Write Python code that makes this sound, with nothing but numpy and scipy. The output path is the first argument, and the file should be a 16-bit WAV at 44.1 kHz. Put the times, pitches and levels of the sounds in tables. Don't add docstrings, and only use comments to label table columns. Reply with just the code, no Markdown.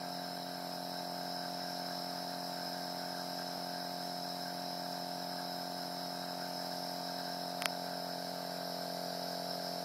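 import sys
import numpy as np
from scipy import signal
from scipy.fft import rfft, irfft, next_fast_len
from scipy.io import wavfile
from scipy.ndimage import uniform_filter1d, map_coordinates

SR = 44100
rng = np.random.default_rng(int(sys.argv[2]) if len(sys.argv) > 2 else 0)


def store_wav(level_fs):
    pcm = np.round(np.clip(np.atleast_2d(level_fs), -1, 1) * 32767)
    wavfile.write(sys.argv[1], SR, pcm.T.astype(np.int16))


def natural_amplitude(level_db):
    exponent = np.asarray(level_db, float) / 20
    return 10 ** exponent


N = 433944
SHAFT_HZ, FIELD_HZ = 44.33, 100

# (order, first place [dB rms], second place [dB rms])
ORDER_LEVELS = [(2, -80.0, -80.0), (3, -72.0, -72.0), (4, -52.0, -51.0), (5, -67.0, -68.0),
                (6, -53.0, -54.0), (7, -66.0, -66.0), (8, -61.0, -79.0), (9, -66.0, -59.0),
                (10, -67.0, -63.0), (11, -66.0, -58.0), (12, -68.0, -66.0), (13, -59.0, -54.0),
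                (14, -53.0, -52.0), (15, -56.0, -48.0), (16, -48.0, -48.0), (17, -55.0, -58.0),
                (18, -71.0, -66.0), (19, -61.0, -58.0), (20, -58.0, -61.0), (21, -63.0, -67.0),
                (22, -69.0, -67.0), (23, -71.0, -80.0)]
UPPER_ORDERS = np.arange(24, 37)
UPPER_DB, UPPER_SCATTER_DB = -75.5, 3


def order_levels():
    scatter_db = UPPER_SCATTER_DB * rng.standard_normal((len(UPPER_ORDERS), 2))
    return np.vstack([ORDER_LEVELS, np.column_stack([UPPER_ORDERS, UPPER_DB + scatter_db])])


# (time after the mark [ms], strength [0-1])
VALVE_CONTACTS = [
    (1.47, .46),
    (6.9, .53),
    (13.83, 1),
]
# (time after the mark [ms], strength [ratio])
PISTON_REVERSALS = [
    (4.9, 1),
    (15.8, 1.5),
]


def knock_phases(order):
    f = order * SHAFT_HZ

    def ring(center, width):
        return 1j * f * width / (center ** 2 - f ** 2 + 1j * f * width)

    def train(knocks):
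        return sum(strength * np.exp(-2j * np.pi * f * ms / 1000) for ms, strength in knocks)

    head = train(VALVE_CONTACTS) * ring(697, 180) ** 2
    case = .33 * train(PISTON_REVERSALS) * ring(300, 80)
    return np.angle(head + case)


def compressor(angle):
    order, first_db, second_db = order_levels().T
    share, nearness_db = microphone_place()
    drift = np.array([wobble(1.0), wobble(1.8), wobble(2.13)])
    drone = np.zeros(N)
    for k, first, second, phase in zip(np.round(order), first_db, second_db, knock_phases(order)):
        level_db = first + (second - first) * share
        level_db = level_db + 0.046 * k * drift[int(k) % 3]
        level_db = level_db + nearness_db * (k > 8)
        drone += natural_amplitude(level_db) * np.cos(k * angle + phase)
    return np.sqrt(2) * drone


# (shaft order, multiple of the field, level [dB rms])
FIELD_LINES = [(1, 1, -66), (7, 1, -76), (11, 2, -78), (12, 2, -79), (13, 2, -76), (18, 1, -69),
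               (20, -1, -68), (22, -1, -70), (41, 0, -77), (45, 0, -83), (47, 0, -84)]


def mains_ripple(angle):
    field = 2 * np.pi * FIELD_HZ * np.arange(N) / SR
    starts = rng.uniform(0, 2 * np.pi, len(FIELD_LINES))
    lines = np.zeros(N)
    for (k, multiple, db), start in zip(FIELD_LINES, starts):
        lines += natural_amplitude(db) * np.cos(round(k) * angle + round(multiple) * field + start)
    return np.sqrt(2) * lines


# (time [s], lead [ms])
SHAFT_LEAD = [(0.05, .15), (.9, -.02), (1.8, .38), (3.05, .46), (4.2, .35), (5, -.02), (6.1, .45),
              (7.05, .27), (8.5, .73), (9.75, .56)]
SKIP_S, SKIP_MS = 3.578, .665
SWAY = .018


def shaft_angle():
    t = np.arange(N) / SR
    ahead_ms = curves(SHAFT_LEAD)[0] + SKIP_MS * (t > SKIP_S)
    steady = 2 * np.pi * SHAFT_HZ * (t + ahead_ms / 1000)
    return steady + SWAY * np.cos(2 * np.pi * FIELD_HZ * t - 2 * steady + 2.4)


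# (time [s], nozzle's aim at the microphone [dB], leak of the mask [dB])
JET_HOLD = [(0.0, -49.5, -58.5), (0.49, -49.5, -60), (1.56, -47, -59), (1.67, -46.5, -57),
            (3.53, -46.5, -58), (5.73, -47.5, -60), (6.38, -47, -57), (6.63, -45.5, -57.5), (6.9, -46, -62),
            (7.21, -46, -55.5), (7.43, -47.5, -60.5), (8.49, -48.5, -58), (9.1, -46.5, -59),
            (9.84, -46.5, -58.5)]
WHISTLE_DB, CUP_DB, TUBE_DB, SPRAY_DB = -47.5, -55, -53.5, -56
CUP_FOLLOWS, TUBE_FOLLOWS, SPRAY_FOLLOWS = .1, .02, 0.28
SLOSH_DB, SLOSH_RATE = -0.34, 2.5


def jet_levels():
    aim_db, leak_db = (c - c.mean() for c in curves(JET_HOLD))
    whistle_db = WHISTLE_DB + aim_db
    cup_db = CUP_DB + CUP_FOLLOWS * aim_db + SLOSH_DB * wobble(SLOSH_RATE)
    tube_db = TUBE_DB + leak_db + TUBE_FOLLOWS * aim_db
    spray_db = SPRAY_DB + SPRAY_FOLLOWS * aim_db
    return whistle_db, cup_db, tube_db, spray_db


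# (frequency [Hz], width [Hz], level [dB])
WHISTLE_FIRST = [(5187, 240, 0), (4915, 740, -10.5), (5460, 350, -10.5), (6130, 360, -19.5)]
WHISTLE_SECOND = [(5210, 390, 1), (4750, 680, -4.5), (5450, 320, -9), (6020, 400, -16.5)]
# (frequency [Hz], width [Hz], level [dB])
CUP_AIR = [(3985, 260, -3.5), (4240, 550, -10)]
TUBE_AIR = [(1579, 120, -2), (1416, 480, -9.5)]
# (frequency [Hz], level [dB per Hz])
SPRAY_FIRST = [(5500, -33), (6700, -9), (7370, -1.5), (8640, -5.5), (9370, -1.5), (10100, -2.5), (12100, 2),
               (14200, -10.5), (15400, -10.5), (15750, -8.5)]
SPRAY_SECOND = [(5500, -40), (6500, -14), (7200, -0.5), (8300, -5.5), (9000, -1.5), (11400, 0), (12400, 4),
                (14400, -14), (15400, -3), (15750, -24)]


def nebulizer(angle):
    whistle_db, cup_db, tube_db, spray_db = jet_levels()
    stroke = np.cos(angle + 4.1) + 0.87 * np.cos(2 * angle + 4.5)
    flutter = wobble(40)
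    share, _ = microphone_place()
    first, second = np.sqrt(1 - share), np.sqrt(share)

    nozzle = first * hiss(resonant(WHISTLE_FIRST), patchy_db=1.0)
    nozzle = nozzle + second * hiss(resonant(WHISTLE_SECOND), patchy_db=1.0)
    whistle = natural_amplitude(whistle_db + 0.38 * stroke + 0.31 * wobble(14) + 0.1 * flutter) * nozzle

    cup_gain = natural_amplitude(cup_db + 0.2 * stroke + 0.2 * wobble(23))
    cup = cup_gain * hiss(resonant(CUP_AIR), patchy_db=-1.0)

    tube_gain = natural_amplitude(tube_db - 2.5 + .5 * stroke + 0.65 * wobble(30) + 1.4 * flutter)
    tube = tube_gain * hiss(resonant(TUBE_AIR), patchy_db=2.0)

    mist = first * hiss(sloped(SPRAY_FIRST), patchy_db=1.0)
    mist = mist + second * hiss(sloped(SPRAY_SECOND), patchy_db=1.0)
    spray = natural_amplitude(spray_db + 0.27 * stroke + 0.22 * flutter) * mist
    return whistle + cup + tube + spray


# (time [s], peak level [dB], crack level [dB])
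MASK_SNAPS = [
    (7.6205, -20.5, -14),
    (7.6566, -13.2, -14),
]
# (frequency [Hz], width [Hz], level [dB])
MASK_SHELL = [(706, 103, 3), (1480, 840, 1.5), (1780, 580, 4), (2550, 280, 1), (3270, 180, -0.5),
              (4870, 760, -4.5)]
MASK_RIM = [(6130, 560, -20), (9670, 1100, 7), (11500, 1800, 0), (14800, 2500, -18)]


def mask():
    flicks, blows = np.zeros(N), np.zeros(N)
    for s, db, crack_db in MASK_SNAPS:
        flicks[round((s + .0008) * SR)] = natural_amplitude(db + crack_db + 19)
        blows[round((s + .0007) * SR)] = -natural_amplitude(db + 22.0)
        blows[round((s + .0019) * SR)] = natural_amplitude(db + 11)
    return filtered(flicks, struck(MASK_RIM)) + filtered(blows, struck(MASK_SHELL))


# (frequency [Hz], level [dB per Hz])
RATTLE_COLOUR = [(30, -47), (60, -42), (120, -15), (180, -5.5), (500, -7.5), (750, -0.5), (1100, -6),
                 (2000, -10.5), (2800, -13), (3500, -14.5), (4500, -54)]


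def housing_rattle(angle):
    return natural_amplitude(-55 + 0.57 * np.cos(2 * angle)) * hiss(sloped(RATTLE_COLOUR), patchy_db=-0.8)


# (time [s], share of the second place [0-1], nearness [dB])
MICROPHONE_PLACE = [
    (0, 0.06, 0),
    (1.5, 0, 0.5),
    (6, 0, 0),
    (6.8, 0.07, 1.5),
    (7.4, 0.1, 1.5),
    (8.1, 0.52, 1),
    (8.8, 1, -0.5),
    (9.84, 0.96, .5),
]


def microphone_place():
    share, nearness_db = curves(MICROPHONE_PLACE)
    return np.clip(share, 0, 1), nearness_db


# (frequency [Hz], width [Hz], gain
# [dB])
BODY_REFLECTIONS = [(2768, 120, -4), (3480, 87, -3), (6880, 180, 1), (7710, 210, -4.5), (8700, 110, -2.5),
                    (10130, 250, -6.5), (11630, 160, -5), (13300, 180, 2), (14270, 330, 4)]


def reflections(hz):
    return natural_amplitude(sum(db / (1 + (2 * (hz - c) / w) ** 2) for c, w, db in BODY_REFLECTIONS))


def unit(x):
    return x / np.sqrt(np.mean(x ** 2) + 1e-20)


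def curves(rows):
    s, *columns = np.transpose(rows)
    return [np.interp(np.arange(N) / SR, s, c) for c in columns]


def wobble(rate):
    knots = rng.standard_normal(int(N * rate / SR) + 4)
    return map_coordinates(knots, [np.arange(N) * rate / SR])


def sloped(points):
    f, db = np.transpose(points)
    return lambda hz: natural_amplitude(np.interp(np.log(hz + 1), np.log(f + 1), db))


def resonant(modes):
    def gain(hz):
        return np.sqrt(sum(natural_amplitude(db) ** 2 / (1 + (2 * (hz - c) / w) ** 2) ** 1.75 for c, w, db in modes))
    return gain


def struck(modes):
    def response(f):
        return sum((-1) ** k * natural_amplitude(db) * 1j * f * w / (c * c - f * f + 1j * f * w)
                   for k, (c, w, db) in enumerate(modes))
    return response


def hiss(gain, patchy_db):
    hz, _, z = signal.stft(rng.standard_normal(N + 1024), SR, nperseg=1024)
    patches = uniform_filter1d(rng.standard_normal(z.shape), size=8, axis=0)
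    patches = unit(uniform_filter1d(patches, size=6, axis=1))
    z = z * gain(hz)[:, None] * natural_amplitude(patchy_db * patches)
    return unit(signal.istft(z, SR, nperseg=1024)[1][:N])


def filtered(x, gain):
    m = next_fast_len(N + 8192)
    return irfft(rfft(x, m) * gain(np.fft.rfftfreq(m, 1 / SR)), m)[..., :N]


def scene():
    angle = shaft_angle()
    machine = compressor(angle) + mains_ripple(angle) + housing_rattle(angle)
    return (filtered(machine + nebulizer(angle), reflections) + mask())[None]


# (frequency [Hz], bar against the usual level nearby [dB])
SPARED_BAR = [(1800, -30), (2100, -3), (3600, -2), (3800, -30), (6000, -30), (6400, -.5), (13300, 0),
              (13700, 2), (15700, 2)]


def starved(x):
    hz, _, z = signal.stft(x, SR, nperseg=2048)
    power = np.abs(z) ** 2 + 1e-20
    cell = uniform_filter1d(power, size=3, axis=-2)
    cell = np.abs(uniform_filter1d(cell, size=2, axis=-1))
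    log_around = uniform_filter1d(np.log(power), size=70, axis=-2, mode="nearest")
    usual = np.exp(np.median(log_around, axis=-1, keepdims=True))
    kept = cell > usual * sloped(SPARED_BAR)(hz)[:, None] ** 2
    return signal.istft(z * kept, SR, nperseg=2048)[1][..., :N]


def spent(x):
    hz, t, z = signal.stft(x, SR, nperseg=256)
    cell = uniform_filter1d(np.abs(z) ** 2, size=5, axis=-2)
    cell = uniform_filter1d(cell, size=2, axis=-1)
    bar = np.median(cell[..., hz > 6500, :]) * natural_amplitude(8) ** 2
    after_snap = sum((t > s + .006) & (t < s + .03) for s, *_ in MASK_SNAPS) > 0
    return signal.istft(z * ~(after_snap & (cell < bar)), SR, nperseg=256)[1][..., :N]


def top_cut(x):
    return signal.sosfilt(signal.butter(12, 16960, fs=SR, output="sos"), x)


def record(dry):
    t = np.arange(N) / SR
    open_now = sum(np.exp(-((t - s - .001) / .0015) ** 2) for s, *_ in MASK_SNAPS)
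    low = filtered(dry, lambda hz: hz < 15750)
    top = filtered(dry - low, lambda hz: hz < 16800)
    mix = spent(starved(low + open_now * top))
    return top_cut(mix)


dry = scene()
out = record(dry)
store_wav(out)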